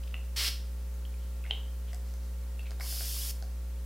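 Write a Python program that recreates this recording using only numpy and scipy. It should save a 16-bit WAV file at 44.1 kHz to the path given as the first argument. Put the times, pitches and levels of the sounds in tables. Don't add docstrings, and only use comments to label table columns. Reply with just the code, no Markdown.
import sys
import numpy as np
from scipy import signal
from scipy.fft import rfft, irfft
from scipy.io import wavfile
from scipy.ndimage import uniform_filter1d

SR = 44100
rng = np.random.default_rng(int(sys.argv[2]) if len(sys.argv) > 2 else 0)


def dump_mix(stems):
    frames = np.atleast_2d(stems).T
    limited = np.clip(frames, -1, 1)
    pcm = np.round(limited * 32767).astype(np.int16)
    wavfile.write(sys.argv[1], SR, pcm)


def decibels_to_gain(level_db):
    exponent = np.asarray(level_db, float) / 20
    return 10 ** exponent


N = 169785

# start_s, stop_s
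STROKES = [
    (.3595, .488),
    (2.802, 3.311),
]
# level_db, swell_s, swell_gain_db
PRESSES = [
    (-32, 0.045, 3),
    (-43.5, 0.1, 10),
]


def level(x, db):
    return x * decibels_to_gain(db) / np.sqrt(np.mean(x ** 2))


def colour(x, points):
    hz, db = np.array(points, float).T
    f = np.arange(len(x) // 2 + 1) * SR / len(x) + 1
    gain = decibels_to_gain(np.interp(np.log(f), np.log(hz), db))
    return irfft(rfft(x) * gain, len(x))


def ring(x, hz, width):
    return signal.lfilter(*signal.iirpeak(hz, hz / width, SR), x)


def ring_twice(x, hz, width, second_width):
    return ring(ring(x, hz, width), hz, second_width)


def walk(rate):
    hold = int(SR / rate)
    steps = np.repeat(rng.standard_normal(N // hold + 1), hold)
    return 0.58 * uniform_filter1d(uniform_filter1d(steps, hold), hold)[:N]


def arch(t, start, length):
    return np.sin(np.pi * np.clip((t - start) / length, 0, 1))


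def add(out, at, x):
    i = int(at * SR)
    out[i:i + len(x)] += x[:N - i]


def mains(t):
    # multiple, level_db (rms)
    hum_rows = [(1, -35.5), (2, -62), (3, -59), (4, -66), (5, -72.5), (6, -75.5), (7, -67), (8, -73.5),
                (9, -64), (11, -78), (13, -78.5), (15, -75), (19, -78), (23, -75.5), (31, -80), (33, -84)]
    buzz_orders = [17, 21, 25, 27, 29, 35, 37, 39, 41, 43, 45, 47]
    # pitch_hz, density_db
    hiss_mid = [(30, -2.5), (100, 2), (200, -3), (400, -4.5), (1200, -10), (3000, -13), (8000, -14.5),
                (15500, -15)]
    # pitch_hz, density_db
    hiss_side = [(35, -85), (60, -55), (171, -9), (352, -3), (692, -4), (1130, -5), (1800, -8),
                 (15700, -4.5)]
    mains_hz, even_turn = 60.0, 0.12
    buzz_db, buzz_db_per_oct = -82.5, -5.5
    rows = list(hum_rows) + [(k, buzz_db + buzz_db_per_oct * np.log2(k / 20)) for k in buzz_orders]
    hum = np.zeros(N)
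    for k, db in rows:
        turns = k * mains_hz * t + even_turn * (1 - k % 2)
        hum += np.sqrt(2) * decibels_to_gain(db) * np.sin(2 * np.pi * turns)
    mid = level(colour(rng.standard_normal(N), hiss_mid), -57)
    side = level(colour(rng.standard_normal(N), hiss_side), -61)
    return hum + mid + side * np.array([[1], [-1]])


def room(x):
    # delay_s, level_db
    walls = [(.0075, -13.5), (.012, -12.5), (.0165, -16.5), (.024, -18), (.0265, -33)]
    t60_low_s, t60_high_s, split_hz = 0.4, 0.37, 5500
    gap_s, build_s, tail_db, side_db = 0.006, 0.013, -7, -20
    u, tails = np.arange(int(0.7 * SR)) / SR, []
    low = signal.butter(2, split_hz, fs=SR)
    for noise in rng.standard_normal((2, len(u))):
        bass = signal.filtfilt(*low, noise)
        tail = bass * 1000 ** (-u / t60_low_s) + (noise - bass) * 1000 ** (-u / t60_high_s)
        tail *= np.clip((u - gap_s) / build_s, 0, 1)
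        tails.append(tail / np.sqrt(np.sum(tail ** 2)) * decibels_to_gain(tail_db))
    for lag, db in walls:
        tails[0][int(lag * SR)] += decibels_to_gain(db)
    mid, side = (signal.fftconvolve(x, h)[:N] for h in tails)
    return x + mid + decibels_to_gain(side_db) * side * np.array([[1], [-1]])


def rustles(t):
    # start_s, length_s, level_db, centre_hz
    rubs = [(1.17, .14, -67, 3300), (1.44, .07, -61, 2500), (1.45, .05, -61, 750), (1.515, .12, -62, 900),
            (1.86, .07, -61, 3000), (1.89, .05, -66, 5500), (2.03, .1, -64, 5000), (2.59, .035, -59, 2900),
            (2.18, .12, -68, 4800), (2.652, .035, -55, 2600), (2.82, .07, -58, 900)]
    noise = rng.standard_normal(N) * decibels_to_gain(2.4 * walk(150))
    out = np.zeros(N)
    for at, length, db, hz in rubs:
        out += level(ring_twice(noise, hz, 0.65 * hz, 0.65 * hz), db) * arch(t, at, length)
    return out


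def creaks(t):
    # start_s, length_s, level_db
    scrapes = [
        (0.031, 0.013, -52),
        (.073, 0.011, -52),
        (0.109, .008, -58),
    ]
    # pitch_hz, width_hz, level_db
    spring = [(2830, 730, 0.26), (4830, 350, -2.3)]
    noise = rng.standard_normal(N)
    tone = level(sum(decibels_to_gain(db) * ring_twice(noise, hz, w, 2 * w) for hz, w, db in spring), 0)
    return tone * sum(decibels_to_gain(db) * arch(t, at, length) for at, length, db in scrapes)


def ticks():
    # start_s, peak_db, knock_db, brightness_hz
    snaps = [(.142, -39, -49, 1950), (1.511, -56, -47, 6200), (1.932, -38, -54, 5140),
             (1.946, -37, -60, 7830), (2.139, -39, -55, 6030), (2.594, -43.5, -58, 9500),
             (2.631, -50, -54, 4500), (2.708, -34.5, -50, 4870), (2.717, -38, -63, 1680),
             (2.799, -36, -42.5, 4950), (2.925, -45, -46.5, 1500), (3.008, -38, -44, 1500),
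             (3.425, -33.5, -43, 5160)]
    # pitch_hz, level_db, t60_s
    body = [(684, -3.5, 0.029), (763, -7, 0.097), (1500, -0.5, 0.016)]
    crack_s, grit_db = 0.00088, 6
    out, u = np.zeros(N), np.arange(3000) / SR
    knock = sum(decibels_to_gain(db) * np.sin(2 * np.pi * hz * u) * 1000 ** (-u / t60) for hz, db, t60 in body)
    decay = np.exp(-u / crack_s)
    for (at, db, knock_db, hz), noise in zip(snaps, rng.standard_normal((len(snaps), len(u)))):
        grit = ring(noise * decay, hz, 0.67 * hz)
        crack = np.sin(2 * np.pi * hz * u) * decay + decibels_to_gain(grit_db) * grit
        add(out, at, decibels_to_gain(db) * crack / np.abs(crack).max() + decibels_to_gain(knock_db) * knock)
    return out


def thuds():
    # start_s, peak_db, pitch_hz, t60_s
    knocks = [
        (.142, -41, 1310, 0.0087),
        (.143, -37, 2020, 0.013),
        (1.509, -30, 760, 0.013),
        (1.510, -35.5, 3720, 0.015),
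        (1.515, -49.5, 443, 0.27),
        (1.931, -40.5, 2000, .011),
        (1.933, -48, 7800, .012),
        (1.935, -49.5, 727, 0.18),
        (2.803, -46.5, 1011, 0.03),
    ]
    out, u = np.zeros(N), np.arange(SR // 3) / SR
    for at, db, hz, t60 in knocks:
        add(out, at, decibels_to_gain(db) * np.sin(2 * np.pi * hz * u) * 1000 ** (-u / t60))
    return out


def pops():
    # start_s, peak_db, pitch_hz, length_s
    bubbles = [(.142, -29.5, 2730, 0.0028), (1.052, -41.5, 3130, 0.0023), (1.141, -47.5, 2400, 0.0023),
               (1.44, -42, 2570, 0.0025), (1.445, -49, 1500, 0.0072), (1.452, -42.5, 2100, 0.0044),
               (1.464, -38, 2000, 0.001), (1.5, -41.5, 2810, 0.0083), (1.509, -18, 3080, 0.0031),
               (2.593, -39.5, 2690, 0.0044), (2.657, -45, 2400, 0.0018), (2.668, -46.5, 2480, 0.0031),
               (2.808, -32.5, 2100, 0.0025), (0.94, -53, 6600, .003), (3.165, -47, 1150, 0.004),
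               (3.219, -40, 3300, 0.0035), (3.235, -44, 3500, .004), (2.812, -33.5, 1500, 0.001)]
    rise, attack = 0.011, 0.17
    neighbour_db, grit_db, grit_pitch, grit_width = -16.5, -11, 1.6, 0.9
    out = np.zeros(N)
    for (at, db, hz, length), noise in zip(bubbles, rng.standard_normal((len(bubbles), 1500))):
        u = np.arange(len(noise)) / SR
        age = u / length
        shape = np.clip(age / attack, 0, 1) * np.exp(-age ** 2.3)
        bent_time = u * (1 + rise * age / 2)
        main, below, above = (np.sin(2 * np.pi * f * bent_time) for f in (hz, hz * 0.675, hz * 1.22))
        tone = shape * (main + decibels_to_gain(neighbour_db) * (below + above))
        splash = ring_twice(noise, grit_pitch * hz, grit_width * hz, hz) * np.exp(-age * 3.2)
        add(out, at, decibels_to_gain(db) * (tone + decibels_to_gain(grit_db) * splash))
    return out


def spray(t, stroke, press, jet, nozzle):
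    (start, stop), (db, swell, gain_db) = stroke, press
    open_s, shut_s = 0.0052, 0.002
    drops = rng.standard_normal(N) * decibels_to_gain(1.5 * walk(9000))
    press_db = gain_db * (np.clip((t - start) / swell, 0, 1) - 1)
    hiss = level(colour(drops, jet), 0) * decibels_to_gain(press_db)
    fade_db = -6 * np.clip(t - start, 0, 1)
    for hz, width, ring_db in nozzle:
        wobble_db = 1.5 * walk(60)
        cavity = level(ring_twice(drops, hz, width, 2 * width), ring_db)
        hiss = hiss + cavity * decibels_to_gain(wobble_db + 0.4 * press_db + fade_db)
    gate = np.clip((t - start) / open_s, 0, 1) * np.exp(-np.clip(t - stop, 0, 1) / shut_s)
    return hiss * gate * decibels_to_gain(db - 0.04 * walk(40))


def hard_puff(t):
    # pitch_hz, density_db
    jet = [(600, -21.5), (1000, -15), (2000, -8), (3200, -3.5), (5600, -3), (6200, -10), (12200, -14),
           (15700, -18.5)]
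    # pitch_hz, width_hz, level_db
    nozzle = [(4400, 460, -16), (5260, 700, -17), (2100, 190, -23)]
    return spray(t, STROKES[0], PRESSES[0], jet, nozzle)


def fine_mist(t):
    # pitch_hz, density_db
    jet = [(600, -21.5), (2300, -12), (2900, -5.5), (6000, -3), (8500, -5.5), (9800, -2.5), (13500, -2.5),
           (15500, -8.5)]
    # pitch_hz, width_hz, level_db
    nozzle = [(5100, 580, -10.5), (4500, 290, -16.5), (5770, 620, -25)]
    return spray(t, STROKES[1], PRESSES[1], jet, nozzle)


def scene():
    t = np.arange(N) / SR
    puff = hard_puff(t)
    mist = fine_mist(t)
    handling = pops() + thuds() + ticks() + creaks(t) + rustles(t)
    return room(puff + mist + handling) + decibels_to_gain(-3.5) * mist + mains(t)


def band_limit(x):
    return signal.sosfilt(signal.butter(12, 16300, fs=SR, output="sos"), x)


def record(dry):
    top_cut = signal.ellip(10, 0.2, 70, 15780, fs=SR, output="sos")
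    return band_limit(signal.sosfilt(top_cut, dry))


dry = scene()
out = record(dry)
dump_mix(out)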